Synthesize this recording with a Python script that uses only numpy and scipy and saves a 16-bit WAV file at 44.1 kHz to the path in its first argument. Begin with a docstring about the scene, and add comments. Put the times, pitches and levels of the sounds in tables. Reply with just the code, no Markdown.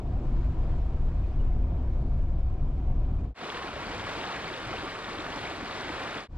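"""Inside an off-road vehicle on a packed-snow road, then beside a small creek between snowbanks.
Bumps shake the body and the cabin air into a deep boom. The tyres roar and hum, slush hisses,
loose trim rattles and squeaks, and a few knock-like peaks stand out. A quick fade leads to the
creek rushing over rocks, a wash of noise full of ringing air bubbles. Another returns to the cabin."""
import sys
import numpy as np
from scipy import signal
from scipy.fft import rfft, irfft
from scipy.io import wavfile
from scipy.ndimage import uniform_filter1d

SR = 44100
rng = np.random.default_rng(int(sys.argv[2]) if len(sys.argv) > 2 else 0)


def generate_wav(signal):
    """Clip the signal to [-1, 1] and save it as 16-bit WAV at the path in sys.argv[1]."""
    frames = np.transpose(np.atleast_2d(signal))
    scaled = np.clip(frames, -1, 1) * 32767
    pcm = np.round(scaled).astype(np.int16)
    wavfile.write(sys.argv[1], SR, pcm)


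N = 281269
T, HZ = np.arange(N) / SR, np.fft.rfftfreq(N, 1 / SR)
CREEK_START_S, CREEK_END_S = 3.343, 6.278

# Pitches that the cabin panels boost or weaken in roar and hiss: (pitch [Hz], width [Hz], gain [dB])
PANELS = [(128, 22, 2), (136.4, 8, -2.5), (149, 20, 1.5), (161, 11, -2.5), (195, 22, -0.5), (255, 26, 3),
          (340, 44, 5.5), (735, 100, 4.5), (833, 79, -8), (1960, 340, -3.5)]


def cabin():
    """Everything heard in the vehicle; boom, hum, knocks and squeaks reach both ears."""
    # How the two ears differ: (pitch [Hz], likeness [0-1], left lead [radians], left over right [dB])
    cabin_ears = [(30, .999, -.08, 1.5), (70, 1, -.06, .4), (146, .998, -.03, .2), (250, .99, -.11, .25),
                  (330, .98, -.14, -.5), (434, .9, -.11, -.3), (570, .92, -.01, 1.1), (750, .9, -.27, 2.3),
                  (1290, .75, -.3, 2.2), (1690, .73, -.6, 1.6), (2220, .67, -.85, 2.2),
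                  (2900, .61, -1.04, 1.9), (3800, .38, -.9, 2.8), (5000, .18, -.9, .6),
                  (9000, .05, -.9, 1.)]
    pair = tyre_roar() + slush_hiss() + gain_of(-74) * trim_rattle(per_s=160, spread_db=2)
    faint_whine = gain_of(-103) * resonance([(11700, 60, 0)], steadiness=0.5)
    pair[0] += body_boom() + tyre_hum() + brief_knocks() + trim_squeaks() + faint_whine
    return stereo(pair, cabin_ears)


def body_boom():
    """Road bumps keep the sprung body and the cabin air ringing at their own low pitches."""
    # Natural tones of the body on its springs: (pitch [Hz], width [Hz], level [dB])
    body_tones = [(21.87, 6.7, -0.5), (32.8, 9.9, -3.5), (41.5, 7.5, -6.5)]
    # Natural tones of the cabin air: (pitch [Hz], width [Hz], level [dB])
    air_tones = [(53, 9, 0.5), (63.9, 10, -2.5), (79.5, 13, -5), (88.9, 11, -10.5)]
    # How hard the road shakes the body: (time [s], level [dB])
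    shake_levels = [(0, -33.5), (.12, -37), (.23, -26.5), (.38, -22.5), (.46, -34), (.64, -24), (.86, -31),
                    (1.14, -23.5), (1.34, -36.5), (1.4, -19.5), (1.59, -25), (1.69, -31), (2.25, -25.5),
                    (2.53, -31), (2.65, -27), (2.83, -37), (2.87, -22.5), (3., -25), (3.27, -37.5),
                    (6.3, -37)]
    # How hard the cabin air booms: (time [s], level [dB])
    boom_levels = [(0, -42.5), (.12, -28), (.3, -36.5), (.44, -27.5), (.64, -30), (1.26, -30),
                   (1.34, -33.5), (1.55, -26.5), (1.95, -32), (2.4, -29), (2.8, -30.5), (3.25, -29.5),
                   (6.3, -34)]
    body = gain_of(curve(shake_levels, smooth_s=0.027)) * resonance(body_tones, steadiness=0.76)
    air = gain_of(curve(boom_levels, smooth_s=0.031)) * resonance(air_tones, steadiness=0.69)
    return limit_boom(body + air, limit_db=-19.5, strength=1.16)


def limit_boom(boom, limit_db, strength):
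    """The loudest swells of the low boom are held down to a steady level."""
    boom_db = 20 * np.log10(abs(signal.hilbert(boom)) + 1e-9)
    excess_db = uniform_filter1d(np.maximum(boom_db - limit_db, 0), round(0.02 * SR))
    return boom / gain_of(strength * excess_db)


def tyre_roar():
    """Tyres rolling on snow make a low noise that slowly eases and is softer after the creek."""
    # Tone colour of the roar: (pitch [Hz], level [dB])
    roar_spectrum = [(40, -35.5), (90, -4), (130, 0.5), (200, -10.5), (400, -19), (800, -22.5), (1200, -35),
                     (2000, -62), (14000, -120)]
    level_db = np.where(T < CREEK_END_S, -37 - 0.44 * T, -41.5) + rough_start(extra_db=2.22)
    level_db += wander(depth_db=1.06, fastest_hz=3.5)
    noise = patchy_noise(patchy_db=1, flicker_db=-0.07, patch_bands=3, patch_frames=20)
    return gain_of(level_db) * coloured(noise, at_each_pitch(roar_spectrum) + panel_gain_db())


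def tyre_hum():
    """The air inside the loaded tyres rings at two close pitches."""
    # Natural tones of that air: (pitch [Hz], width [Hz], level [dB])
    tyre_tones = [(229.5, 18, -4), (252.1, 15, 4)]
    level_db = -53 - 0.3 * np.minimum(T, CREEK_START_S) + rough_start(extra_db=5.1)
    level_db += wander(depth_db=2, fastest_hz=4)
    return gain_of(level_db) * resonance(tyre_tones, steadiness=0.16)


def rough_start(extra_db, lasts_s=0.3):
    """The first stretch of road is coarser, which adds some decibels."""
    return extra_db / (1 + (T / lasts_s) ** 6)


def slush_hiss():
    """Slush under the tyres makes a hiss that swells and eases."""
    # Tone colour of the hiss: (pitch [Hz], level [dB])
    hiss_spectrum = [(500, -32), (900, -0.5), (1200, -7), (2000, -13), (3000, -19.5), (4000, -23),
                     (5000, -26), (6000, -30.5), (7500, -31.5), (9000, -41), (10000, -50), (12500, -51),
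                     (14000, -66)]
    # How loud the slush is: (time [s], level [dB])
    slush_levels = [(0, -58.5), (.4, -55), (.6, -55.5), (.72, -54.5), (.85, -56), (1.1, -56.5),
                    (1.27, -56.5), (1.45, -57.5), (1.65, -59.5), (1.8, -58.5), (2.6, -60.5), (2.9, -59.5),
                    (6.3, -56)]
    noise = patchy_noise(patchy_db=0.8, flicker_db=0.7, patch_bands=10, patch_frames=14)
    hiss = coloured(noise, at_each_pitch(hiss_spectrum) + panel_gain_db())
    return gain_of(curve(slush_levels, smooth_s=0.04)) * hiss


def creek():
    """Water rushing over rocks, with gurgles and single gulps on top."""
    # How the two ears differ: (pitch [Hz], likeness [0-1], left lead [radians], left over right [dB])
    creek_ears = [(30, .9, .15, 3.3), (64, .97, 0, 3.3), (110, .99, -.07, 2.5), (190, .99, -.31, 1.4),
                  (330, .99, -.4, .6), (570, .99, -.56, -.6), (750, .98, -.58, -.9), (1290, .96, -.74, -.4),
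                  (2220, .91, -.99, .8), (2900, .89, -1.11, 1.6), (3800, .83, -1.35, 2.7),
                  (5000, .66, -2.07, 4.2), (6600, .63, -3.01, 2.3), (8650, .59, -3.16, 1.),
                  (11300, .33, -3.3, -.8)]
    pair = water_rush()
    pair[0] += gain_of(-49) * gurgles(per_s=90) + gulps()
    return stereo(pair, creek_ears)


def water_rush():
    """Froth in a smooth wash of noise; its low rumble rises and falls apart from the rest."""
    # Tone colour of the water: (pitch [Hz], level [dB])
    rush_spectrum = [(15, -23), (30, -0.5), (65, -1.5), (200, -4.5), (270, -3), (750, -2), (830, -3.5),
                     (1200, -2), (2000, -6), (3000, -10), (4000, -13), (5000, -17.5), (6000, -21),
                     (7500, -21), (9000, -26), (11000, -36), (13000, -35.5), (14300, -55)]
    # How the main rush swells and eases: (time [s], level [dB])
    flow_levels = [(3.4, -37.5), (3.85, -37), (4.1, -36.5), (4.45, -37), (4.62, -37.5), (4.72, -37.5),
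                   (4.85, -36), (5., -37), (5.2, -37), (5.45, -37), (5.6, -37), (5.88, -37.5), (6.2, -36.5)]
    # Level of the creek's low rumble, which rises and falls at random: (time [s], level [dB])
    low_rumble_levels = [(3.4, -56), (3.75, -51), (4.1, -48), (4.25, -51.5), (4.7, -47), (5., -52),
                         (5.4, -49), (5.6, -51), (5.76, -49), (6.2, -53.5)]
    rush_db = curve(flow_levels, smooth_s=0.05) + wander(depth_db=0.9, fastest_hz=4.9)
    rumble_db = curve(low_rumble_levels, smooth_s=0.043) + wander(depth_db=2, fastest_hz=6.4)
    spray_db = -23 + wander(depth_db=0.06, fastest_hz=6.1)  # relative to the rush
    wash = gain_of(-0.5) * patchy_noise(patchy_db=1.13, flicker_db=0.76, patch_bands=8, patch_frames=5)
    water = rfft(coloured(wash + gain_of(-6.5) * froth(per_s=4000), at_each_pitch(rush_spectrum)))
    low = 1 / (1 + (HZ / 150) ** 4)
    high = 1 / (1 + (5500 / (HZ + 1)) ** 8)
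    rumble, middle, spray = (evened(irfft(water * band, N)) for band in (low, 1 - low - high, high))
    return gain_of(rush_db) * (middle + gain_of(spray_db) * spray) + gain_of(rumble_db) * rumble


def froth(per_s):
    """Thousands of bubbles of all pitches ring at random, a few of them loudly."""
    pitches, out = np.geomspace(70, 14000, num=24), np.zeros((2, N))
    for hz in pitches:
        share = np.sqrt(hz) / np.sqrt(pitches).sum()
        spread_db = 2.5 + 0.9 * np.log2(hz / 1000)  # fine droplets differ more in size
        births = random_kicks((2, N), per_s * share, spread_db, cap=5)
        ring = bubble(hz, cycles=2.22, glide=0.045)
        out += np.sqrt(hz) * evened(signal.oaconvolve(births, ring[None], axes=1)[:, :N])
    return evened(out)


def gulps():
    """Single loud bubbles stand out of the rush; high ones ring for more cycles."""
    # The loudest bubbles: (time [s], peak level [dB], pitch [Hz])
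    loud_bubbles = [(3.502, -28, 3250), (3.639, -35, 475), (3.645, -34, 360), (3.692, -35, 720),
                    (3.765, -31, 600), (3.772, -35.5, 423), (3.869, -39, 4590), (3.936, -31, 470),
                    (3.999, -32, 3257), (4.05, -38, 95), (4.116, -34, 1290), (4.163, -42, 4160),
                    (4.231, -34, 800), (4.273, -36, 4170), (4.335, -36, 721), (4.367, -35, 1630),
                    (4.452, -38, 147), (4.46, -34, 4230), (4.489, -45, 372), (4.517, -36, 350),
                    (4.539, -31, 3400), (4.576, -33, 3470), (4.675, -35.5, 104), (4.715, -38, 326),
                    (4.731, -29, 1290), (4.737, -37, 1150), (4.74, -28, 720), (4.743, -36, 500),
                    (4.749, -39, 2300), (4.752, -35, 1730), (4.772, -28.5, 2660), (4.834, -33.5, 330),
                    (4.847, -30.5, 362), (4.878, -33, 1140), (5.045, -32, 3500), (5.105, -34, 2100),
                    (5.118, -35, 445), (5.193, -32.5, 310), (5.206, -32.5, 3800), (5.328, -33, 3210),
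                    (5.333, -39, 480), (5.363, -34, 268), (5.392, -32, 3220), (5.473, -29.5, 2300),
                    (5.512, -33, 730), (5.569, -33, 2550), (5.63, -32.5, 270), (5.697, -34, 1680),
                    (5.79, -32, 2100), (5.811, -37, 4130), (5.86, -38, 330), (5.903, -31, 302),
                    (5.94, -40, 485), (5.996, -33, 2340), (6.162, -34, 283)]
    out = np.zeros(N)
    for peak_s, peak_db, hz in loud_bubbles:
        ring = bubble(hz, cycles=1.1 + 0.38 * np.log2(hz / 100), glide=0.03)
        start = round(peak_s * SR) - abs(ring).argmax()
        out[start:start + len(ring)] += gain_of(peak_db) * ring / abs(ring).max()
    return out


def gurgles(per_s):
    """Scattered low bubbles that ring longer than the froth."""
    pitches, out = np.geomspace(202.7, 1505, num=12), np.zeros(N)
    for hz in pitches:
        births = random_kicks(N, per_s / len(pitches), spread_db=3, cap=3)
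        out += evened(signal.oaconvolve(births, bubble(hz, cycles=2.5, glide=0.12))[:N])
    return out / np.sqrt(len(pitches))


def bubble(hz, cycles, glide):
    """Trapped air rings: it swells for `cycles` vibrations, then dies away, its pitch rising."""
    age = np.arange(round(8 * cycles * SR / hz)) * hz / (cycles * SR)  # 1 at the loudest point
    turns = cycles * (age + glide * (age ** 2 / 2 - age))
    return age ** 2 * np.exp(-2 * age) * np.sin(2 * np.pi * turns)


def brief_knocks():
    """Brief knock-like peaks near 700 Hz stand out of the road noise."""
    # The peaks: (time [s], peak level [dB])
    knocks = [(0.646, -38.5), (1.721, -35.5), (1.992, -39), (2.878, -43.5)]
    # Tones heard in each peak: (pitch [Hz], level [dB], time to fall 60 dB [s])
    knock_tones = [(706, 1, 0.075), (592, -4, .04), (1020, -6.5, .04)]
    ring = np.convolve(ringing(knock_tones), np.hanning(SR // 2000))  # softens the start
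    spikes = np.zeros(N)
    for start_s, peak_db in knocks:
        spikes[round(start_s * SR)] = gain_of(peak_db)
    return signal.oaconvolve(spikes, ring / abs(ring).max())[:N]


def trim_squeaks(length_s=0.045, wobble=0.03):
    """Rubbing trim gives short soft tones with a trembling pitch."""
    # The squeaks: (time [s], peak level [dB], pitch [Hz])
    squeaks = [(0.395, -60, 2260), (0.72, -64, 3110), (0.81, -67, 2450), (1.235, -61, 2470),
               (1.39, -60, 2960), (1.51, -64, 2190), (1.62, -63, 2420), (1.69, -66, 2210), (2.9, -66, 2150),
               (3.18, -62, 2420)]
    out, t = np.zeros(N), np.arange(round(length_s * SR)) / SR
    swell = np.sin(np.pi * (t / length_s) ** 0.55) ** 2
    for start_s, peak_db, hz in squeaks:
        tremble = evened(uniform_filter1d(rng.standard_normal(4096), size=150))[:len(t)]
        turns = np.cumsum(hz * (1 + wobble * tremble)) / SR
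        start = round(start_s * SR)
        out[start:start + len(t)] += gain_of(peak_db) * swell * np.sin(2 * np.pi * turns)
    return out


def trim_rattle(per_s, spread_db):
    """Each loose piece of trim ticks at random and rings at its own pitch."""
    # One tone for each piece: (pitch [Hz], level [dB], time to fall 60 dB [s])
    trim_tones = [(2214, 0, 0.038), (2450, 1, 0.03), (3110, -4.5, 0.039), (3565, -10, .05)]
    out = np.zeros((2, N))
    for tone in trim_tones:
        ticks = random_kicks((2, N), per_s, spread_db, cap=4)
        out += signal.oaconvolve(ticks, ringing([tone])[None], axes=1)[:, :N]
    return evened(out)


def resonance(tones, steadiness):
    """Random shaking keeps tones ringing; big swings are damped more, which steadies the level."""
    out = np.zeros(N)
    for hz, width_hz, db in tones:
        narrow_noise = irfft(rfft(rng.standard_normal(N)) * hump(hz, width_hz), N)
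        swing = signal.hilbert(evened(narrow_noise))
        out += gain_of(db) * evened(swing.real / (abs(swing) + 0.19) ** steadiness)
    return evened(out)


def ringing(tones):
    """Tones that start together and die away."""
    t = np.arange(SR // 10) / SR
    return sum(gain_of(db - 60 * t / fall_s) * np.sin(2 * np.pi * hz * t) for hz, db, fall_s in tones)


def panel_gain_db():
    """How much the cabin panels boost or weaken each pitch."""
    return sum(db * hump(hz, width_hz) for hz, width_hz, db in PANELS)


def hump(hz, width_hz):
    """How strongly a ringing part answers each pitch: 1 at its own, less on either side."""
    return 1 / (1 + (2 * (HZ - hz) / width_hz) ** 2)


def random_kicks(shape, per_s, spread_db, cap):
    """Spikes at random moments, mostly small; the largest are cap * spread_db decibels stronger."""
    size = gain_of(spread_db * np.minimum(rng.exponential(1, shape), cap))
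    return size * (rng.random(shape) < per_s / SR)


def patchy_noise(patchy_db, flicker_db, patch_bands, patch_frames):
    """Two separate white noises that share louder and softer patches and a quick flicker."""
    bands, frames = 257, N // 128 + 5  # a band is 86 Hz wide; frames are 2.9 ms apart
    patches = uniform_filter1d(rng.standard_normal((bands, frames)), patch_bands, axis=0)
    patches = evened(uniform_filter1d(patches, patch_frames, axis=1))
    flicker = evened(uniform_filter1d(rng.standard_normal(frames), size=4))
    spectra = rng.standard_normal((2, bands, frames)) + 1j * rng.standard_normal((2, bands, frames))
    spectra *= gain_of(patchy_db * patches + flicker_db * flicker)
    return evened(signal.istft(spectra, nperseg=512, noverlap=384)[1][:, :N])


def stereo(pair, ears):
    """The left ear hears pair[0]; the right hears a blend of both rows, shifted in phase."""
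    shared, separate = rfft(pair)
    likeness, lead, balance_db = (at_each_pitch(np.array(ears)[:, [0, k]]) for k in (1, 2, 3))
    right = (likeness * shared + np.sqrt(1 - likeness ** 2) * separate) * np.exp(-1j * lead)
    tilt = gain_of(balance_db / 2)
    return irfft(np.array([shared * tilt, right / tilt]), N)


def wander(depth_db, fastest_hz):
    """A slow random rise and fall in level, in dB."""
    t, rates_hz = T[::256], np.geomspace(0.6, fastest_hz, num=16)
    swell = sum(np.sin(2 * np.pi * (hz * t + rng.random())) / np.sqrt(hz) for hz in rates_hz)
    return depth_db * evened(np.interp(T, t, swell))


def curve(rows, smooth_s):
    """Joins (time, level) points into a line with rounded corners."""
    return uniform_filter1d(np.interp(T, *np.transpose(rows)), round(smooth_s * SR))


def at_each_pitch(points):
    """Joins (pitch, value) points with straight lines on an octave scale."""
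    hz, value = np.transpose(points)
    return np.interp(np.log(HZ + 1), np.log(hz + 1), value)


def coloured(x, db):
    """Turns each pitch of x up or down by db, then sets the average power to 1."""
    return evened(irfft(rfft(x) * gain_of(db), N))


def evened(x):
    """Scales x to an average power of 1."""
    return x / np.sqrt(np.mean(x ** 2) + 1e-20)


def gain_of(db):
    """Turns decibels into a factor to multiply by."""
    return 10 ** (np.asarray(db) / 20)


def scene(fade_s=0.095):
    """Cabin, creek, cabin again, with a quick fade through silence at each change."""
    to_change_s = np.minimum(abs(T - CREEK_START_S), abs(T - CREEK_END_S))
    fade = np.minimum(to_change_s / fade_s, 1)
    outdoors = (T > CREEK_START_S) & (T < CREEK_END_S)
    return fade * np.where(outdoors, creek(), cabin())


def record(dry, top_hz=14500):
    """Takes away the highest treble."""
    low_pass = signal.firwin(511, top_hz, window=("kaiser", 9), fs=SR)
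    return signal.oaconvolve(dry, low_pass[None], "same")


dry = scene()
out = record(dry)
generate_wav(out)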